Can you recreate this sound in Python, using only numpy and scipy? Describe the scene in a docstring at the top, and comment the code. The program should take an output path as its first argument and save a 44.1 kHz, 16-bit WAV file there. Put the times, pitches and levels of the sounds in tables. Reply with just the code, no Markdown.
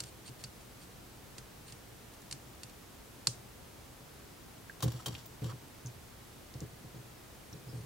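"""First come the clicks and rubs of small plywood parts being fitted by hand; once they snap home loudly.
Then a screwdriver is picked off the work table with a few knocks that make the top boom, and its tip
ticks on a small screw. Each hit or slip shakes the wood or steel, which rings at its own pitches.
A soft hiss and rumble from the quiet, dry room lie under it all."""
import sys
import numpy as np
from scipy import signal
from scipy.fft import rfft, irfft
from scipy.io import wavfile
from scipy.ndimage import uniform_filter1d

SR = 44100
rng = np.random.default_rng(int(sys.argv[2]) if len(sys.argv) > 2 else 0)


def waveform_to_disk(signal):
    """Save audio, clipped to [-1, 1], as 16-bit WAV at the path in sys.argv[1]."""
    frames = np.transpose(np.atleast_2d(signal))
    scaled = np.clip(frames, -1, 1) * 32767
    samples = np.round(scaled).astype(np.int16)
    wavfile.write(sys.argv[1], SR, samples)


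N = 346185
TOP_HZ = 15850
SNAP_DB = -13  # a click this strong counts as a full snap
SIDES = np.array([[1], [-1]])  # plus on the left, minus on the right


# Clicks of the parts (in every table, levels are relative): start_s, level_db
CLICK_TIMES = [(.0035, -23), (.037, -33), (0.4389, -29), (1.3821, -32), (1.723, -36), (2.312, -28.5),
               (2.3253, -25), (2.6333, -30.5), (3.2709, -10)]
# Pitches that plywood rings at; wider ones die sooner: pitch_hz, width_hz, level_db
WOOD_RINGS = [(1100, 700, -9), (2080, 300, -10), (2700, 500, -15), (3320, 300, -7), (4310, 440, 4),
              (5050, 400, 0), (5500, 300, -2), (6370, 380, -5), (6900, 320, -5), (7560, 340, -2),
              (8150, 320, -3), (8680, 320, -5), (9300, 450, -8), (10300, 350, -11), (11000, 300, -15),
              (13500, 2500, -24)]

def wood_clicks(slip_db=-22, slip_fade_s=0.027, crack_db=-11.5):
    """An edge slips and stops hard, ringing the wood. 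Returns the clicks and cracks for the room to echo."""
    out, to_room, t = np.zeros(N), np.zeros(N), clock(.04)
    room_crack = sized(signal.sosfilt(butter(2, [4000, 9500], "band"), 1. * (t == 0)), 0.00095)
    crack_band = np.vstack([butter(2, 1700, "high"), butter(6, 10500)])
    for start_s, db in CLICK_TIMES + faint_clicks():
        lighter_db = SNAP_DB - db  # lighter clicks have more tiny slips and more dry crack
        slips = grains(t, per_s=3500, spread_db=8) * fade(t, slip_fade_s)
        force = from_db(slip_db + 0.37 * lighter_db) * slips
        force[0] = 1  # the hard stop
        force = evened(force, 710)
        crack = from_db(crack_db + 1.14 * lighter_db) * rms_one(signal.sosfilt(crack_band, force))
        ring = rms_one(brighten(resonate(force, WOOD_RINGS), tilt_db=1))
        add(out, start_s, from_db(db - 6) * sized(ring + crack, 0.0011))
        add(to_room, start_s, from_db(db - 19) * room_crack)
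    return out, to_room


def faint_clicks(count=4, from_s=.5, to_s=3.2):
    """Working the parts into place makes faint clicks by chance. Returns rows of start_s, level_db."""
    return [(rng.uniform(from_s, to_s), rng.uniform(-47, -43)) for _ in range(count)]


# Wood sliding on wood: start_s, length_s, level_db
WOOD_SLIDES = [(.055, .043, -59.5), (.252, .045, -54), (.392, 0.03, -60), (.79, .07, -64),
               (1.66, 0.073, -59.5), (7.7, .13, -67.5)]
# High ringing of the sliding edges: pitch_hz, width_hz, level_db
EDGE_RINGS = [(2880, 1600, 2), (8900, 720, 7)]

def wood_rubs():
    """The parts slide over each other, so their ring is dulled and their edges sing."""
    rings = damped(WOOD_RINGS, least_width_hz=500) + EDGE_RINGS
    return rubs(WOOD_SLIDES, rings, per_s=2000, spread_db=7)


# Squeaks and rasps: start_s, length_s, level_db, pitch_hz, width_hz
SQUEAK_TIMES = [(0.441, 0.0097, -48.5, 4720, 400), (4.993, 0.016, -56, 1110, 160),
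                (5.06, 0.025, -52, 560, 300), (5.484, 0.05, -54, 1130, 200),
                (7.679, 0.044, -64.5, 4930, 160)]

def squeaks():
    """An edge sticks and slips very quickly, ringing at one pitch."""
    out, t = np.zeros(N), clock(.1)
    for start_s, length_s, db, hz, width_hz in SQUEAK_TIMES:
        slips = grains(t, per_s=3000, spread_db=3) * np.sin(np.pi * np.minimum(t / length_s, 1))
        ring = resonate(slips, [(hz, width_hz, 0)])
        ring = resonate(ring, [(hz, hz, 0)])  # trims sound far from the pitch
        add(out, start_s, from_db(db) * sized(ring, length_s))
    return out


# The screwdriver hitting the table: start_s, level_db, shaft_ring_db
KNOCK_TIMES = [(4.805, -49.5, -22), (4.824, -34.5, 11), (4.879, -45.5, -20), (4.918, -51, 17),
               (5.0595, -37, 7), (5.081, -43, -13), (5.256, -50.5, 26), (5.442, -50.5, -18)]
# Ringing of the whole screwdriver: pitch_hz, width_hz, level_db
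TOOL_RINGS = [(755, 760, 5), (1130, 41, 9.5), (1350, 120, -6), (1820, 560, -12), (2440, 410, -10),
              (3140, 180, 6.5), (3750, 320, 6), (4620, 190, 6), (5060, 410, 0), (5420, 250, 5.5),
              (6100, 400, 3.5), (6970, 400, 4), (8060, 1300, -1), (10160, 620, -2), (11400, 760, -5.5),
              (14600, 1300, -6)]
# Thin, high ringing of its steel shaft: pitch_hz, width_hz, level_db
SHAFT_RINGS = [(14500, 38, 0), (14870, 70, -10), (15700, 80, -10)]

def screwdriver_knocks(hard_db=-32.5, light_clatter_s=.003, hard_clatter_s=0.026):
    """The handle lands in a clatter. Harder knocks last longer; more shaft ring makes them brighter."""
    out, t = np.zeros(N), clock(.15)
    for start_s, db, shaft_db in KNOCK_TIMES:
        clatter_s = light_clatter_s + (hard_clatter_s - light_clatter_s) * from_db(db - hard_db) ** 2
        force = grains(t, per_s=2200, spread_db=4) * np.exp(-(t / clatter_s) ** 2)
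        force[0] = 1  # the first hit
        build_up = 1 - 0.29 * np.exp(-t / (0.43 * clatter_s))
        force = evened(force, 250) * build_up
        ring = resonate(force, TOOL_RINGS) + from_db(shaft_db) * resonate(force, SHAFT_RINGS)
        ring = brighten(ring, tilt_db=0.12 * shaft_db)
        add(out, start_s, from_db(db - 1) * sized(ring, 0.011))
    return out


# Light ticks of small parts and the screw, plus the screwdriver ringing out at one pitch
# in its two hardest knocks: start_s, level_db, pitch_hz, width_hz
TICK_AND_RING_TIMES = [(4.697, -41, 1645, 150), (4.828, -39, 1130, 70), (5.059, -33.5, 3140, 70),
                       (5.1511, -40.5, 2830, 900), (5.8608, -46.5, 6300, 700), (5.87, -48, 6200, 700),
                       (6.54, -51.5, 4870, 2200), (6.605, -46, 6040, 3200), (7.528, -49, 5700, 300),
                       (7.532, -56, 3970, 300)]

def ticks_and_rings(chatter_db=-13, chatter_fade_s=0.021):
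    """A hit with a brief chatter rings a part, the screw or the screwdriver at one pitch."""
    out, t = np.zeros(N), clock(.04)
    for start_s, db, hz, width_hz in TICK_AND_RING_TIMES:
        chatter = from_db(chatter_db) * grains(t, per_s=2800, spread_db=3) * fade(t, chatter_fade_s)
        force = evened((t == 0) + chatter, 330)
        ring = resonate(force, [(hz, width_hz, 0)])
        ring = resonate(ring, [(hz, min(5 * width_hz, hz), 0)])  # trims sound far from the pitch
        add(out, start_s, from_db(db) * sized(ring, .003))
    return out


# The screwdriver sliding on the table: start_s, length_s, level_db
TOOL_SLIDES = [(4.84, 0.21, -59.5), (5.06, .17, -59), (5.412, 0.11, -58)]

def screwdriver_drags():
    """The tool scrapes along the table, which dulls its ring."""
    scrape = rubs(TOOL_SLIDES, damped(TOOL_RINGS, least_width_hz=805), per_s=500, spread_db=3)
    return brighten(scrape, tilt_db=-2)


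# Hands bumping the table: start_s, level_db, hold_s, knock_db
HAND_BUMPS = [(.285, -48, 0.0054, 0), (4.827, -26.5, .055, 1), (5.063, -40.5, 0.081, 5.5),
              (5.416, -31.5, 0.082, -0.5), (5.844, -37, 0.022, -12), (6.542, -42.5, 0.013, 0),
              (6.608, -41, 0.027, 5.5), (6.838, -48, 0.024, 0.5), (6.938, -42.5, 0.055, -1),
              (7.524, -48, .035, 6), (7.662, -41.5, 0.036, -2.5), (7.724, -36, 0.078, -3)]
# Ringing of the table top besides its main boom: pitch_hz, width_hz, level_db
TABLE_RINGS = [(77, 14, 6.5), (150.6, 34, 9), (242, 38, -3.5), (275, 29, 0), (333.8, 12, 3.5), (423, 15, 0),
               (532, 42, -1.5), (540, 100, -12), (772, 15, -15)]

def table_booms(boom_hz=119.7, boom_width_hz=22.5, attack_s=0.0037, release_s=0.011):
    """A soft push makes the top boom; the roughness of the touch adds a knock from its other pitches."""
    out, t = np.zeros((2, N)), clock(.4)
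    # The hand settles softly after each bump, and each listed click thumps through the hands.
    settles = [(s + .108, db - 12, .012, -3) for s, db, _, _ in HAND_BUMPS]
    thumps = [(s + .0011, -40 + 0.57 * (db - SNAP_DB), .0048, -4) for s, db in CLICK_TIMES]
    sway_hz = boom_hz + 11 - 300 * t  # starts high and sags as the hand loads the top
    sway = np.sin(2 * np.pi * np.cumsum(sway_hz) / SR)
    for start_s, db, hold_s, knock_db in HAND_BUMPS + settles + thumps:
        pressure = np.minimum(t / attack_s, 1) * np.exp(-np.maximum(t - hold_s, 0) / release_s)
        boom = sized(resonate(pressure * sway, [(boom_hz, boom_width_hz, 0)]), 0.016)
        roughness = rng.standard_normal((2, len(t))) * pressure * np.exp(-t / 0.042)
        mid, side = (sized(resonate(evened(force, 50), TABLE_RINGS), .025) for force in roughness)
        side = signal.sosfilt(butter(2, 200, "high"), side)  # deep sound reaches both sides alike
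        knock = mid + from_db(-5) * side * SIDES
        add(out, start_s, from_db(db) * (boom + from_db(knock_db - 5) * knock))
    return out


def near_echoes(x, bounce_s, bounce_db, scatter_db, scatter_fade_s):
    """Sound arrives directly, bounces off the table and scatters left and right off hands and things."""
    t = clock(.04)
    scatter = rng.standard_normal((2, len(t))) * fade(t, scatter_fade_s) * (t > .0003)
    mid, side = from_db(scatter_db) * scatter / np.linalg.norm(scatter, axis=1, keepdims=True)
    mid[0] += 1  # the direct sound
    mid[int(bounce_s * SR)] += from_db(bounce_db)
    echoes = evened(mid, 200) + from_db(-5) * evened(side, 200) * SIDES
    return signal.fftconvolve(x[None], echoes)[:, :N]


def room_echo(x, build_s=0.017, fade_s=0.23, dull_above_hz=10000):
    """Echoes from the walls build up into a short, smooth tail."""
    t = clock(.4)
    tail = rng.standard_normal((2, len(t))) * fade(t, fade_s) * np.clip(t / build_s, 0, 1) ** 2
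    tail = signal.sosfilt(butter(4, dull_above_hz), tail / np.linalg.norm(tail[0]))
    return signal.fftconvolve(x[None], tail)[:, :N]


# Strength of the room's noise from low to high: pitch_hz, level_db
NOISE_SHAPE = [(12, -36), (20, -11), (22, -13.5), (59, -0.5), (92, -4), (119, 0.5), (148, -5), (324, -8.5),
               (372, -9), (614, -13.5), (705, -14), (1010, -16), (2270, -21), (7520, -25), (15500, -27.5)]
# How alike that noise is left and right: pitch_hz, likeness (1 means the same)
NOISE_LIKENESS = [(60, 1), (130, 0.79), (290, 0.4), (640, 0.18), (1410, 0.26), (3100, 0.32), (6820, 0.39),
                  (15000, 0.54)]

def room_noise(level_db=-54):
    """A steady rumble sits in the middle, with a hiss spread wider around it."""
    hz = np.arange(N // 2 + 1) * SR / N
    shape = from_db(at_hz(NOISE_SHAPE, hz)) * (hz > 15) * (hz < TOP_HZ)
    mid, side = rfft(rng.standard_normal((2, N))) * shape
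    alike = np.clip(at_hz(NOISE_LIKENESS, hz), 0, .995)
    mid = irfft(mid, N)
    side = irfft(side * np.sqrt((1 - alike) / (1 + alike)), N)
    return from_db(level_db) * (mid + side * SIDES) / np.std(mid)


def rubs(slides, rings, per_s, spread_db):
    """Sliding surfaces catch and let go many times, and each catch rings the part."""
    out, t = np.zeros(N), clock(.25)
    for start_s, length_s, db in slides:
        pressure = np.sqrt(np.clip(np.sin(np.pi * np.minimum(t / length_s, 1)), 0, 1))
        force = grains(t, per_s, spread_db) * pressure
        add(out, start_s, from_db(db) * sized(resonate(force, rings), length_s))
    return out


def grains(t, per_s, spread_db):
    """Tiny random pushes and pulls of uneven size."""
    direction, size = rng.standard_normal((2, len(t)))
    happens = rng.random(len(t)) < per_s / SR
    return happens * np.sign(direction) * from_db(spread_db * np.clip(size, -2, 2))


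def resonate(force, rings):
    """A force rings an object at all its pitches at once; every second ring is flipped in sign."""
    out = 0
    for k, (hz, width_hz, db) in enumerate(rings):
        r = np.exp(-np.pi * width_hz / SR)
        poles = [1, -2 * r * np.cos(2 * np.pi * hz / SR), r * r]
        gain = (-1) ** k * from_db(db) * (1 - r * r) / 2
        out = out + gain * signal.lfilter([1, 0, -1], poles, force + 1e-18)
    return out


def damped(rings, least_width_hz):
    """Pressed against something, an object stops ringing sooner."""
    return [(hz, max(width_hz, least_width_hz), db) for hz, width_hz, db in rings]


def evened(x, smooth_hz, size=32768):
    """Keep a burst's ragged timing but make it about equally strong from low to high."""
    spectrum = rfft(x, size)
    power = uniform_filter1d(np.abs(spectrum) ** 2, max(int(smooth_hz * size / SR), 1))
    cepstrum = irfft(-np.log(np.abs(power) + 1e-12))
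    cepstrum[size // 2:] = 0  # so nothing sounds before the burst starts
    flat = irfft(spectrum * np.exp(rfft(cepstrum)))[:len(x)]
    return flat / np.linalg.norm(flat)


def brighten(x, tilt_db, split_hz=5000):
    """Raise the highs and lower the lows, as a harder hit does; a negative tilt dulls."""
    low = signal.sosfilt(butter(1, split_hz), x)
    return low * from_db(-tilt_db) + (x - low) * from_db(tilt_db)


def butter(order, hz, keep="low"):
    """A filter that keeps the lows, the highs or a band."""
    return signal.butter(order, hz, keep, fs=SR, output="sos")


def fade(t, seconds):
    """Die away by 60 dB in that time."""
    return from_db(-60 * t / seconds)


def from_db(db):
    """Decibels to gain."""
    return 10 ** (np.asarray(db) / 20)


def rms_one(x):
    """Scale to an average strength (rms) of 1."""
    return x / np.sqrt(np.mean(x ** 2) + 1e-20)


def sized(x, seconds):
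    """Give a short sound the energy of an rms-1 sound of that length."""
    return x * np.sqrt(seconds * SR / (np.sum(x ** 2) + 1e-20))


def clock(seconds):
    """The time of each sample in a short sound."""
    return np.arange(int(seconds * SR)) / SR


def add(track, start_s, sound):
    """Mix a sound into the track."""
    start = int(start_s * SR)
    part = sound[..., :N - start]
    track[..., start:start + part.shape[-1]] += part


def at_hz(points, hz):
    """Read between the rows of a table of pitches."""
    pitches, values = np.array(points).T
    return np.interp(np.log(hz + 1), np.log(pitches), values)


def scene():
    """Wood and tool sound close by, over the table's boom and the room's noise."""
    clicks, cracks = wood_clicks()
    sliding = wood_rubs() + squeaks()
    tool = screwdriver_drags() + screwdriver_knocks() + ticks_and_rings()
    near_wood = near_echoes(clicks + sliding, bounce_s=.0016, bounce_db=-1,
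                            scatter_db=0, scatter_fade_s=.021)
    near_wood *= from_db(-0.9 * SIDES)  # a little to the right
    near_tool = near_echoes(tool, bounce_s=.000773, bounce_db=-15.5, scatter_db=1, scatter_fade_s=.02)
    walls = room_echo(cracks + from_db(-15) * (tool + sliding))
    return near_wood + near_tool + walls + table_booms() + room_noise()


def record(dry):
    """The very highest treble is cut off steeply."""
    return signal.sosfilt(signal.ellip(12, .1, 80, TOP_HZ, fs=SR, output="sos"), dry)


dry = scene()
out = record(dry)
waveform_to_disk(out)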